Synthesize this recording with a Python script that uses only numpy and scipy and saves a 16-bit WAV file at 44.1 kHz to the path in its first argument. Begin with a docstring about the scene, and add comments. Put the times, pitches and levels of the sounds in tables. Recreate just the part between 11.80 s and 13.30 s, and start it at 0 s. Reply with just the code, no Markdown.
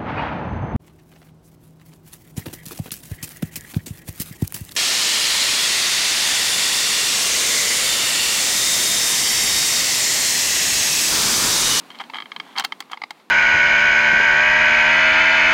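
"""Outdoors, over a low rush of air, gloved hands pull a stranded steel cable round the hoop of a
wooden-panned trap, close by. From 0.1 s the cable scrapes and ticks over the rim, and the frame knocks
lightly. Near 0.8 s the cable snaps into place with hard clacks. Then the frame knocks louder as it
settles. The ground returns a faint tail after each tick, knock and clack."""
import sys
import numpy as np
from scipy import signal
from scipy.fft import rfft, irfft, next_fast_len
from scipy.io import wavfile

SR = 44100
rng = np.random.default_rng(int(sys.argv[2]) if len(sys.argv) > 2 else 0)


def put_to_file(sound):
    """Save the sound as 16-bit audio at rate SR, in the file named by the first command-line argument."""
    columns = np.atleast_2d(sound).T  # one column per channel
    safe = np.clip(columns, -1, 1)
    whole_steps = np.round(safe * 32767)
    wavfile.write(sys.argv[1], SR, whole_steps.astype(np.int16))


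N = 66150

# The tone of the noisy crack in ticks and knocks. Each row: frequency in Hz, relative level in dB.
SOFT_CRACK_COLOUR = [(150, -33), (300, 1), (570, -20), (800, 8), (1200, 8.5), (1500, -11), (2200, 3),
                     (4600, 3), (5800, -11.5), (9000, -21), (16000, -41)]


def amp(db):
    """Turn decibels into a gain."""
    return 10 ** (np.asarray(db) / 20)


def unit(x):
    """Scale a sound to an average (rms) level of 1."""
    return x / np.sqrt(np.mean(x ** 2) + 1e-20)


def coloured(x, colour):
    """Shape a sound's lows and highs with (Hz, dB) points, then scale it to level 1."""
    hz, db = np.transpose(colour)
    freqs = np.fft.rfftfreq(len(x), 1 / SR)
    gains = amp(np.interp(np.log(freqs + 1), np.log(hz), db))
    return unit(irfft(rfft(x) * gains, len(x)))


def add(track, start_s, sound):
    """Mix a sound into the track at its start time."""
    part = track[max(round(start_s * SR), 0):][:len(sound)]
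    part += sound[:len(part)]


def drifting_noise(levels, colour):
    """Noise of one tone whose level slowly follows (seconds, dB) points."""
    times, db = np.transpose(levels)
    return amp(np.interp(np.arange(N) / SR, times, db)) * coloured(rng.standard_normal(N), colour)


def outdoor_air():
    """A soft rush and a distant rumble, both wavering as they slowly fade."""
    # The tone of each noise. Each row: frequency in Hz, relative level in dB.
    rush_colour = [(200, -12.5), (400, -1.5), (575, -4), (840, 0.5), (1200, -1.5), (1500, -6.5), (2220, -8),
                   (2800, -9), (3160, -13), (3500, -10), (4200, -11.5), (5300, -19.5), (14000, -27),
                   (16000, -31)]
    rumble_colour = [(25, -9), (70, -27), (110, -15), (160, -1.5), (235, 4), (320, -2), (500, -12),
                     (900, -45.5)]
    # How loud each noise is. Each row: time in seconds, relative level in dB.
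    rush_levels = [(0.0, -48), (0.37, -51), (0.802, -51), (1.232, -56), (1.39, -54.5), (1.5, -60)]
    rumble_levels = [(0.0, -48.5), (0.104, -54), (0.392, -52.5), (0.508, -56), (0.572, -50), (1.432, -61.5),
                     (1.5, -56)]
    rush = amp(1) * drifting_noise(rush_levels, rush_colour)
    return rush + drifting_noise(rumble_levels, rumble_colour)


def cable_scrapes(slips_per_s=2000, spread_db=3, hiss=0.6, edge_s=0.0053):
    """The cable's strands catch on the rim in a dense, uneven run of tiny slips."""
    # The cable's drags. Each row: start in seconds, length in seconds, level in dB.
    drags = [(0.096, .16, -52.5), (0.201, 0.016, -31), (0.333, 0.044, -36.5), (0.377, 0.039, -46),
             (0.626, 0.116, -49.5), (0.761, 0.0514, -29.5), (0.776, 0.026, -26), (0.837, 0.011, -24.5),
             (1.111, 0.034, -38), (1.344, 0.029, -60)]
    # The tone of a drag. Each row: frequency in Hz, relative level in dB.
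    drag_colour = [(300, -15), (580, -18.5), (770, 12.5), (1200, 5), (1480, 2.5), (2150, 6), (2650, -7.5),
                   (3170, 8), (3600, -2.5), (4500, -12), (5800, -15.5), (15000, -34)]
    out, t = np.zeros(N), np.arange(N) / SR
    for start, length, db in drags:
        slips = (rng.random(N) < slips_per_s / SR) * rng.choice([-1, 1], N)
        slips = slips * amp(spread_db * rng.standard_normal(N))
        friction = coloured(unit(slips) + hiss * rng.standard_normal(N), drag_colour)
        fade_in = np.clip((t - start) / edge_s, 0, 1)
        fade_out = np.exp(-np.maximum(t - start - length, 0) / edge_s)
        out += amp(db) * fade_in * fade_out * friction
    return out


def with_ground_tail(sound, fade_s=0.087, tail_db=-19.5):
    """The ground scatters a sound back, adding a faint tail."""
    t = np.arange(SR // 6) / SR
    tail = rng.standard_normal(len(t)) * amp(-60 * t / fade_s) * (1 - np.exp(-t / 0.0013))
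    return sound + amp(tail_db) * signal.fftconvolve(sound, tail / np.linalg.norm(tail))[:len(sound)]


def strikes(hits, tones, colour, ring_db, noise_db, rise_s, crack_fade_s, crack_rise_s, lag_s):
    """Each hit rings a set of fading tones under a short crack. Sharper hits brighten both."""
    # Each row of hits: start in seconds, relative level in dB, brightness in dB per octave,
    # extra crack in dB.
    # Each row of tones: frequency in Hz, relative level in dB, seconds to fade by 60 dB.
    out, t = np.zeros(N), np.arange(SR // 5) / SR
    hz, db, fade_s = np.transpose(tones)[:, :, None]
    age = np.maximum(t - lag_s * (np.sqrt(hz.max() / hz) - 1), 0)  # low tones arrive last
    swell = (1 - np.exp(-(age / rise_s) ** 2)) * amp(-60 * age / fade_s)
    crack_shape = amp(-60 * t / crack_fade_s) * (1 - np.exp(-t / crack_rise_s))
    for start, level_db, bright_db, crack_db in hits:
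        scatter_db, detune, phase = rng.standard_normal((3, len(hz), 1))  # no two hits are alike
        gains = amp(db + bright_db * np.log2(hz / 2000) + scatter_db)
        waves = np.sin(2 * np.pi * hz * (1 + 0.004 * detune) * age + 0.25 * phase)
        ring = np.sum(gains / np.linalg.norm(gains) * swell * waves, axis=0)
        tilted = [(f, d + bright_db * np.log2(max(f, 1200) / 2000)) for f, d in colour]
        crack = coloured(rng.standard_normal(len(t)), tilted) * crack_shape
        hit = amp(ring_db) * ring + amp(noise_db + crack_db) * crack
        add(out, start, with_ground_tail(amp(level_db) * hit))
    return out


def rim_ticks():
    """The cable ticks over the rim, which rings briefly."""
    # The ticks and the rim's tones, with rows as in strikes().
    tick_hits = [(.1028, -27, 2, 5.5), (.1140, -32.5, 13, -16), (.1470, -32, 4, -11), (.1532, -34.5, 1, 6),
                 (.1868, -35.5, 3, 15), (.1975, -25.5, -3.5, 7), (.2015, -20, -6.5, 8.5),
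                 (.2115, -30.5, -9, 12.5), (.2372, -29.5, 1.5, 2), (.3356, -23, -5, 0),
                 (.3432, -19.5, -2, 3.5), (.3548, -21, -5, 8), (.3675, -23, 7, -1), (.3842, -17, -2, -3),
                 (.4019, -21.5, -1, 5.5), (.4212, -22, -1.5, 2), (.4567, -26.5, -3, -8),
                 (.5174, -20.5, -1, 5), (.5622, -20, -2, 9), (.5990, -17.5, -1, 9.5), (.7545, -27, -12, -7),
                 (.7612, -20.5, -2.5, 4), (.7765, -20.5, 0.5, 11), (.8050, -19.5, 4, 10),
                 (.8218, -26.5, -1, 8), (.9214, -16.5, 0, 3.5), (1.0978, -35, -9, 4),
                 (1.1314, -16.5, -5, 3.5)]
    rim_tones = [(913, -10.5, 0.038), (1123, -8, 0.04), (1210, 0.5, 0.022), (1684, -4, 0.025),
                 (2115, 5, 0.016), (2216, -3.5, 0.033), (3162, 3.5, 0.021), (3174, -0.5, 0.019),
                 (3860, -2.5, 0.0085), (4277, -10, 0.023), (4770, -10.5, 0.012)]
    return strikes(tick_hits, rim_tones, SOFT_CRACK_COLOUR, ring_db=4.5, noise_db=-8,
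                   rise_s=0.0015, crack_fade_s=0.017, crack_rise_s=0.0017, lag_s=0.00022)


def frame_knocks():
    """The frame knocks as it settles, and its ring dies very fast."""
    # The knocks and the frame's tones, with rows as in strikes().
    knock_hits = [(.2065, -31.5, 0, 3), (.2982, -26.5, -4.5, 11), (.9210, -16, 0, 0),
                  (1.0228, -30.5, -0.5, 2.5), (1.1724, -22.5, -4, 0.5), (1.2172, -14.5, -2, -0.5),
                  (1.2338, -26, -9, 3), (1.2364, -14.5, -1.5, 1), (1.3064, -18.5, -2.5, -5.5),
                  (1.3980, -40, -4, 8)]
    frame_tones = [(864, -7, 0.023), (980, -13, 0.0087), (1144, -4.5, 0.016), (1700, -11, 0.011),
                   (2111, 7.5, 0.013), (2720, -17, 0.0068), (3130, -32, 0.0097), (3710, -12, 0.009),
                   (4270, -20, 0.0074), (4880, -5.5, 0.012)]
    return strikes(knock_hits, frame_tones, SOFT_CRACK_COLOUR, ring_db=7.5, noise_db=-6.5,
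                   rise_s=0.00186, crack_fade_s=0.021, crack_rise_s=0.0018, lag_s=0.00024)


def fitting_clacks():
    """The cable snaps into place and clacks hard against the metal fittings."""
    # The clacks and the fittings' tones, with rows as in strikes().
    clack_hits = [(.7824, -8, 4.5, -17), (.7960, -15, -1, 5), (.8388, -33, -1.5, 4), (.8432, -25, -1.5, 2),
                  (.8471, -9, 1, -6), (1.0037, -24, -2, 6), (1.1160, -28.5, -3.5, 5),
                  (1.3062, -25, -3, 2.5)]
    fitting_tones = [(826.5, -3.5, 0.044), (913, -11.5, 0.034), (1080, -16, 0.028), (1322, -8, 0.047),
                     (1650, -12.5, 0.048), (2112, -1.5, 0.025), (2129, -5, .03), (2712, -6.5, 0.039),
                     (3173, 4, 0.021), (3814, -4, 0.028), (3960, 1, 0.017), (4360, 4.5, 0.019),
                     (4834, 3, 0.014), (6300, -11, 0.021)]
    # The tone of their brighter crack. 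Each row: frequency in Hz, relative level in dB.
    hard_crack_colour = [(150, -36), (330, 1.5), (580, -21), (800, 2), (1150, 2.5), (1450, 2.5),
                         (2100, 5.5), (2450, -1.5), (4800, -0.5), (5700, -3), (8000, -4), (11000, -13.5),
                         (16000, -10.5)]
    return strikes(clack_hits, fitting_tones, hard_crack_colour, ring_db=4, noise_db=-1,
                   rise_s=0.0015, crack_fade_s=0.02, crack_rise_s=0.00089, lag_s=0.0002)


def scene():
    """Ticks, clacks, knocks and scrapes over the outdoor air, in one channel."""
    return (rim_ticks() + fitting_clacks() + frame_knocks() + cable_scrapes() + outdoor_air())[None]


def record(dry):
    """The small microphone thins the bass and cuts off the very highest treble."""
    low_cut_hz, top_hz = 162, 15900
    thin = signal.sosfilt(signal.butter(2, low_cut_hz, "highpass", fs=SR, output="sos"), dry)
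    size = next_fast_len(N + SR // 2)
    below_top = np.fft.rfftfreq(size, 1 / SR) < top_hz
    return irfft(rfft(thin, size) * below_top, size)[..., :N]


dry = scene()
out = record(dry)
put_to_file(out)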